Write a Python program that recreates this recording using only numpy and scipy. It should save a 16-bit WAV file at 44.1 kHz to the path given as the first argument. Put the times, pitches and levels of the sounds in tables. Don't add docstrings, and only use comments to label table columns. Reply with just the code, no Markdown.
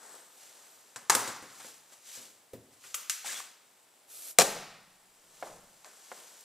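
import sys
import numpy as np
from scipy import signal
from scipy.fft import rfft, irfft, next_fast_len
from scipy.io import wavfile

SR = 44100
rng = np.random.default_rng(int(sys.argv[2]) if len(sys.argv) > 2 else 0)


def bounce(signal):
    frames = np.transpose(np.atleast_2d(signal))
    limited = np.clip(frames, -1, 1)
    pcm = np.round(limited * 32767).astype(np.int16)
    wavfile.write(sys.argv[1], SR, pcm)


N = 284004
TIME = np.arange(N) / SR
EDGES = 22 * 2 ** (np.arange(30) / 3)
CENTRES = np.sqrt(EDGES[1:] * EDGES[:-1])
BANK = [signal.butter(2, pair, "band", fs=SR, output="sos") for pair in zip(EDGES, EDGES[1:])]

# t/s, energy level/dB before the mix, base ring t60/s, tilt/(dB per octave)
CLATTER = [(0.960, -13, 0.081, -3.5), (1.0975, 7.5, 0.025, -3.5), (1.1025, 5, 0.021, -2),
           (1.117, -1.5, 0.22, -5), (1.1505, 4, 0.023, -0.5), (1.275, -10, 0.18, -2),
           (1.423, -29.5, 0.044, 4), (1.600, -21, 0.087, -4.5), (1.645, -24.5, 0.022, -6.5)]
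SLAM = [(4.3857, 11.5, 0.021, -2), (4.3868, 11, 0.0069, 3), (4.3915, -1, 0.034, -5),
        (4.3975, 8.5, 0.038, -0.5), (4.409, 5.5, 0.03, -3), (4.4172, 4.5, .04, -1.3)]
CLICKS = [(2.839, -26, 0.11, -7.5), (2.9434, -8, 0.025, -2), (2.9463, -8.5, 0.068, 11),
          (3.0971, -3.5, 0.0072, 1.5), (3.1, -5, 0.1, 3.5)]
STEPS = [(5.4256, -9, 0.034, -4), (5.470, -21, 0.05, -2), (5.846, -26, 0.018, 6.5),
         (6.1168, -13, 0.029, -2), (6.408, -28, 0.036, 26)]
BUMPS = [(0.961, -28, 0.14, -30), (1.150, -3.5, 0.089, 6), (1.276, -14.5, 0.13, 3), (1.424, -20.5, 0.23, 3),
         (1.645, -28.5, 0.36, 6.5), (2.172, -26, 1, 3.5), (2.534, -13.5, 0.16, 3),
         (2.578, -25.5, 0.08, -26)]

# f/Hz, level/dB per Hz
CLATTER_COLOUR = [(35, -51), (110, -25.5), (240, -22), (340, -23), (480, -14.5), (680, -13.5), (900, -5.5),
                  (1200, -4), (1800, -2.5), (2500, -7.5), (4600, -6), (8100, 2.5), (9500, -6.5),
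                  (12800, -12), (15500, -28.5)]
SLAM_COLOUR = [(18, -36), (30, -28.5), (97, -41), (177, -23.5), (300, -21), (450, -8.5), (691, -6.5),
               (900, -11.5), (1150, -6.5), (1900, -12.5), (2500, -6.5), (3490, -12), (4190, -9.5),
               (7500, -4), (14000, -20.5), (15500, -31)]
CLICK_COLOUR = [(40, -53), (120, -17), (300, -20), (600, -10.5), (950, -21), (1180, 0.5), (1500, 0),
                (2750, 5), (3900, -1), (7000, 3.5), (9500, -2), (13400, -10), (15500, -31)]
STEP_COLOUR = [(30, -33), (150, -27.5), (300, -11.5), (580, 4), (900, 2.5), (1400, 1.5), (2300, -9),
               (3200, -14), (7000, -22.5), (15000, -57)]
BUMP_COLOUR = [(45, -38), (75, -14), (115, -0.5), (250, 3), (560, 6.5), (780, -16.5), (1500, -20),
               (4000, -29), (14000, -35)]
SCRAPE_COLOUR = [(88, -43), (150, -27.5), (509, -18.5), (607, -16.5), (812, -10.5), (894, -15),
                 (1540, -9.5), (1700, -9), (3910, -10.5), (8170, -8), (15500, -25.5)]
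CLOTH_COLOUR = [(100, -44), (900, -11.5), (2000, -4), (4000, -1.5), (7500, 1), (9500, -2.5), (12500, -7),
                (15500, -18.5)]
SHUFFLE_COLOUR = [(60, -49), (200, -2), (500, 8), (1000, 7), (1800, 4.5), (4000, -50.5)]
SWISH_COLOUR = [(180, -39.5), (300, -14.5), (674, -8.5), (985, -20), (1220, -9.5), (1940, -14.5),
                (2320, -10.5), (8280, -2), (12100, -1.5), (15500, -15)]
AIR_COLOUR = [(55, -43), (110, -15), (200, -12.5), (330, -8), (800, -6), (1500, -10.5), (6500, -14),
              (7900, -10), (15500, -21)]
RUMBLE_COLOUR = [(20, 1.5), (50, -5), (90, -4), (190, 5.5), (300, -11), (1000, -50)]

# f/Hz, level/dB, t60/s
PANEL_MODES = [(165.5, -30, 0.21), (200.5, -25, 0.2), (456, -15.5, 0.11), (520, -14, 0.18), (693, -7, 0.1),
               (945, -36, 0.63), (1153, -13, 0.14), (1193, -33.5, 0.44), (1574, -31.5, 0.62),
               (1850, -37.5, 1), (2450, -23.5, 0.12), (4910, -28.5, .2), (5560, -25, .2),
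               (5810, -23.5, 0.18)]
# f/Hz, level/dB, t60/s
STAY_MODES = [(900, -5, 0.058), (984, -30, 0.22), (1145, -29.5, 0.43), (1657, -29, 0.27),
              (1745, -10.5, 0.038), (4220, -30, 0.1), (6270, -15, 0.1)]
# f/Hz, level/dB, t60/s
CATCH_MODES = [(4040, -13, 0.13), (6800, -15, 0.15), (7055, -19.5, .09), (7500, -1.5, 0.017)]
# f/Hz, energy level/dB, t60/s
FLEX_MODES = [(118, 0.5, 0.13), (236, 1.5, .16), (284, -3, 0.28), (530, 0.5, .12)]
# f/Hz, energy level/dB, t60/s
HINGE_MODES = [(1210, 2.5, 0.035), (1926, -3, 0.031), (2770, 1.5, 0.071), (6720, 7, 0.017)]

# peak t/s, level/dB, rise/s, fall/s
RUMBLES = [(4.45, -64.5, .04, 0.4), (5.57, -63, 0.12, 0.12)]
# peak t/s, cloth hiss level/dB, rise/s, fall/s, low shuffle level/dB
MOVES = [(0.05, -57, 0.071, 0.077, -56.5), (0.15, -54.5, 0.11, 0.13, -57), (0.43, -55.5, 0.1, 0.2, -67),
         (0.57, -59.5, 0.2, 0.75, -66), (1.67, -50, 0.2, 0.11, -62.5), (1.93, -55, 0.035, 0.056, -63),
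         (2.088, -50.5, 0.042, 0.045, -66), (2.16, -45, 0.065, 0.052, -67), (2.222, -51, 0.057, 0.094, -64),
         (2.74, -59, 0.017, 0.011, -91.5), (2.859, -53, 0.048, 0.28, -74.5),
         (5.47, -54.5, 0.18, 0.14, -62.5), (5.857, -58, 0.0098, 0.097, -57), (6.17, -54, 0.34, 0.56, -65.5)]
# peak t/s, level/dB, rise/s, fall/s, f/Hz at the peak, waver/Hz
SQUEAKS = [(.14, -58, .5, .12, 8070, 20), (.36, -66, .15, .07, 12050, 130), (.68, -67, .2, .1, 8160, 30),
           (.72, -65, .06, .11, 12050, 130)]
# t/s, level/dB before the bass cut, f/Hz, t60/s
RATTLES = [(3.246, -35.5, 820, 0.03), (3.261, -43, 2370, 0.022), (3.289, -39, 1690, 0.081),
           (3.299, -37, 1900, 0.017), (3.351, -41, 3384, 0.12), (3.385, -42, 1210, 0.01),
           (3.402, -30, 1140, .018)]

# f/Hz, t60/s
GARAGE_T60 = [(60, 1.7), (200, 0.77), (500, 0.6), (1200, 0.94), (2500, 0.95), (5000, 0.84), (8000, 0.5),
              (15000, 0.5)]
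# f/Hz, level/dB
GARAGE_GAIN = [(60, -6), (200, 2), (600, -1), (1500, -2.5), (4000, -3), (8000, -4), (15000, -2)]
# f/Hz, level/dB
PORT_BALANCE = [(60, .5), (5500, .1), (6800, 4.5), (8100, 11.5), (9500, 0), (11500, -7), (15000, -2.5)]
# f/Hz, lag/rad
PORT_LAG = [(400, 0.05), (1500, 0.24), (3000, 0.067), (6500, 0.29), (7600, 0.89), (8700, 1.46),
            (10500, 1.1), (15000, 0.19)]
# f/Hz, level/dB
DIRECT_SCATTER = [(100, -15.5), (600, -24), (4000, -23), (7000, -10), (12000, -4)]
# f/Hz, level/dB
DIFFUSE_SCATTER = [(1000, -37), (4000, -47.5), (7000, -4), (12000, -2.5)]

AIR_DB, HISS_DB = -65, -71
SWELL_DB = 10
SQUEAK_GLIDE_HZ_PER_S = 250
SCATTER_T60_S = .05
CRISP_T60_S = 0.015
CUTOFF_HZ = 15500
SCRAPE_FROM_S, SCRAPE_TO_S, SCRAPE_ATTACK_S, SCRAPE_T60_S = 3.238, 3.395, 0.027, 0.37
SCRAPE_DB, SCRAPE_DB_PER_S = -37, -32.5
SWISH_FROM_S, SWISH_TO_S, SWISH_ATTACK_S, SWISH_T60_S = 4.069, 4.31, 0.053, 0.1
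SWISH_DB, SWISH_DB_PER_S = -52.5, 33
GRIT_DB, GRIT_SPREAD_DB, GRIT_T60_S, GRIT_TILT_DB = -22.5, -1, 0.016, 1


def amp(db):
    return 10 ** (np.asarray(db) / 20)


def unit(x):
    return x / np.sqrt(np.sum(x ** 2) + 1e-20)


def at_hz(points, hz):
    f, value = np.transpose(points)
    return np.interp(np.log(np.maximum(hz, 1)), np.log(f), value)


def tilted(colour, tilt_db, hz):
    return amp(at_hz(colour, hz) + tilt_db * np.log2(np.maximum(hz, 300)))


def fading(t, t60):
    return np.exp(-np.log(1000) * t / t60)


def swell(s, db, rise_s, fall_s):
    away = np.maximum((s - TIME) / rise_s, (TIME - s) / fall_s)
    return amp(db) * np.exp(np.log(amp(-SWELL_DB)) * np.minimum(away, 20))


def stroke(from_s, to_s, db, db_per_s, attack_s, t60):
    held = np.clip(TIME, from_s, to_s) - from_s
    attack = np.minimum(held / attack_s, 1)
    release = fading(np.maximum(TIME - to_s, 0), t60)
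    return attack * amp(db + db_per_s * held) * release


def wander(rate_hz):
    knots = TIME[::SR // rate_hz]
    return np.interp(TIME, knots, rng.standard_normal(len(knots)))


def add(track, s, sound):
    start = round(s * SR)
    track[start:start + len(sound)] += sound[:N - start]


def friction(colour, grain_db):
    slips = rng.standard_normal(N) * amp(grain_db * wander(400))
    size = next_fast_len(N)
    gain = amp(at_hz(colour, np.fft.rfftfreq(size, 1 / SR)))
    shaped = irfft(rfft(slips, size) * gain, size)[:N]
    return unit(shaped) * np.sqrt(N)


def band_noises(size):
    white = rng.standard_normal((3, size + SR // 2))
    bands = [signal.sosfilt(sos, white[k % 3])[-size:] for k, sos in enumerate(BANK)]
    return [unit(band) * np.sqrt(size) for band in bands]


def mode(hz, t60):
    t = TIME[:SR]
    return np.cos(2 * np.pi * hz * t) * (1 - np.exp(-2 * hz * t)) * fading(t, t60)


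def pulse(colour, tilt_db):
    hz = np.fft.rfftfreq(4096, 1 / SR)
    cepstrum = irfft(np.log(tilted(colour, tilt_db, hz)))
    cepstrum[1:len(hz) - 1] *= 2
    cepstrum[len(hz):] = 0
    return unit(irfft(np.exp(rfft(cepstrum))))


def blows(rows, colour, noises, snap, hang_cycles):
    track, t = np.zeros(N), TIME[:SR // 5]
    rises = 1 - np.exp(-2 * np.outer(CENTRES, t))
    for s, db, t60, tilt_db in rows:
        start, ring = rng.integers(len(noises[0]) - len(t)), 0
        gains = unit(tilted(colour, tilt_db, CENTRES) * np.sqrt(np.diff(EDGES)))
        for hz, gain, noise, rise in zip(CENTRES, gains, noises, rises):
            band = noise[start:start + len(t)] * rise * fading(t, t60 + hang_cycles / hz)
            ring = ring + gain * unit(band)
        crisp = snap * min(1, CRISP_T60_S / t60)
        size = amp(db) / np.hypot(1, crisp)
        add(track, s, size * ring)
        add(track, s, -size * crisp * pulse(colour, tilt_db))
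    return track


def ringing(rows, modes, level_db):
    track = np.zeros(N)
    hardest_s = max(rows, key=lambda row: row[1])[0]
    ring = sum((-1) ** k * amp(db) * mode(hz, t60) for k, (hz, db, t60) in enumerate(modes))
    add(track, hardest_s, amp(level_db) * ring)
    return track


def rung(rows, modes, level_db):
    track = np.zeros(N)
    for s, db, _, tilt_db in rows:
        ring = sum(amp(share_db + tilt_db * np.log2(hz)) * unit(mode(hz, t60))
                   for hz, share_db, t60 in modes)
        add(track, s, amp(db + level_db) * unit(ring))
    return track


def bass_cut(x, corner_hz):
    high_pass = signal.butter(2, corner_hz, "high", fs=SR, output="sos")
    return signal.sosfilt(high_pass, x + 1e-18)


def port_hiss():
    return amp(HISS_DB) * np.array([friction(AIR_COLOUR, grain_db=1.5) for port in ("left", "right")])


def room_air():
    return amp(AIR_DB) * friction(AIR_COLOUR, grain_db=1.0)


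def garage(x, build_s):
    out, build = 0, np.exp(-1 / (build_s * SR))
    x = x + 1e-9 * rng.standard_normal(N)
    for hz, sos, noise in zip(CENTRES, BANK, band_noises(N)):
        keep = fading(1 / SR, at_hz(GARAGE_T60, hz)) ** 2
        feed, feedback = [(1 - build) * (1 - keep)], [1, -build - keep, build * keep]
        energy = signal.lfilter(feed, feedback, signal.sosfilt(sos, x) ** 2)
        out = out + amp(at_hz(GARAGE_GAIN, hz)) * np.sqrt(np.abs(energy)) * noise
    return out


def low_rumble():
    return sum(swell(*row) for row in RUMBLES) * friction(RUMBLE_COLOUR, grain_db=1.0)


def squeaks():
    out = 0
    for s, db, rise, fall, hz, waver_hz in SQUEAKS:
        pitch = hz + SQUEAK_GLIDE_HZ_PER_S * (TIME - s) + waver_hz * wander(200)
        out = out + swell(s, db, rise, fall) * np.sin(2 * np.pi * np.cumsum(pitch) / SR)
    return out


def clothes():
    hiss = np.sqrt(sum(swell(s, db, rise, fall) ** 2 for s, db, rise, fall, _ in MOVES))
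    shuffle = np.sqrt(sum(swell(s, db, rise, fall) ** 2 for s, _, rise, fall, db in MOVES))
    sweep = stroke(SWISH_FROM_S, SWISH_TO_S, SWISH_DB, SWISH_DB_PER_S, SWISH_ATTACK_S, SWISH_T60_S)
    return (hiss * friction(CLOTH_COLOUR, grain_db=1.36)
            + shuffle * friction(SHUFFLE_COLOUR, grain_db=2.5)
            + sweep * friction(SWISH_COLOUR, grain_db=1.3))


def footsteps(noises):
    return blows(STEPS, STEP_COLOUR, noises, snap=1.44, hang_cycles=12.0)


def grit(count):
    length_s = SCRAPE_TO_S - SCRAPE_FROM_S
    return [(SCRAPE_FROM_S + when * length_s, GRIT_DB + GRIT_SPREAD_DB * (2 * size - 1),
             GRIT_T60_S, GRIT_TILT_DB)
            for when, size in rng.random((count, 2))]


def rattles():
    track = np.zeros(N)
    for s, db, hz, t60 in RATTLES:
        add(track, s, amp(db) * mode(hz, t60))
    return track


def hinge_scrape(noises):
    slide = stroke(SCRAPE_FROM_S, SCRAPE_TO_S, SCRAPE_DB, SCRAPE_DB_PER_S, SCRAPE_ATTACK_S, SCRAPE_T60_S)
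    rub = slide * friction(SCRAPE_COLOUR, grain_db=2.0)
    crunch = blows(grit(count=12), SCRAPE_COLOUR, noises, snap=0.38, hang_cycles=5.1)
    return rub + crunch + bass_cut(rattles(), corner_hz=300)


def hinge_clicks(noises):
    contacts = blows(CLICKS, CLICK_COLOUR, noises, snap=0.78, hang_cycles=4.6)
    return bass_cut(contacts + rung(CLICKS, HINGE_MODES, level_db=-6.0), corner_hz=510)


def panel_bumps(noises):
    contacts = amp(-3) * blows(BUMPS, BUMP_COLOUR, noises, snap=3.3, hang_cycles=4.6)
    return contacts + rung(BUMPS, FLEX_MODES, level_db=-4.0)


def metal_clatter(noises):
    contacts = blows(CLATTER, CLATTER_COLOUR, noises, snap=0.53, hang_cycles=3.9)
    return contacts + ringing(CLATTER, STAY_MODES, level_db=-11.5)


def bonnet_slam(noises):
    contacts = blows(SLAM, SLAM_COLOUR, noises, snap=0.2, hang_cycles=10.0)
    return contacts + ringing(SLAM, PANEL_MODES + CATCH_MODES, level_db=-8.5)


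def ports(x, scattering):
    size, t = next_fast_len(N + SR // 10), TIME[:SR // 10]
    hz, spectrum = np.fft.rfftfreq(size, 1 / SR), rfft(x, size)
    half = amp(at_hz(PORT_BALANCE, hz) / 2) * np.exp(-.5j * at_hz(PORT_LAG, hz))
    tail = unit(rng.standard_normal(len(t)) * fading(t, SCATTER_T60_S))
    scatter = amp(at_hz(scattering, hz)) * rfft(tail, size)
    return irfft(spectrum * np.array([half + scatter, 1 / half - scatter]), size)[:, :N]


def scene():
    noises = band_noises(2 * SR)
    steps = footsteps(noises)
    scrape = hinge_scrape(noises)
    clicks = hinge_clicks(noises)
    bumps = panel_bumps(noises)
    clatter = metal_clatter(noises)
    slam = bonnet_slam(noises)
    sent = (amp(-4.5) * steps + amp(-9.0) * scrape + amp(-1.5) * clicks
            + amp(-8.0) * bumps + amp(-2.5) * clatter + amp(-8.0) * slam)
    around = room_air() + garage(sent, build_s=0.0017) + squeaks() + clothes() + steps
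    ahead = low_rumble() + scrape + clicks + bumps + clatter + slam
    return port_hiss() + ports(around, DIFFUSE_SCATTER) + ports(ahead, DIRECT_SCATTER)


def record(dry):
    low_pass = signal.ellip(10, .2, 80, CUTOFF_HZ, fs=SR, output="sos")
    return signal.sosfilt(low_pass, np.clip(dry, -1, 1))


dry = scene()
out = record(dry)
bounce(out)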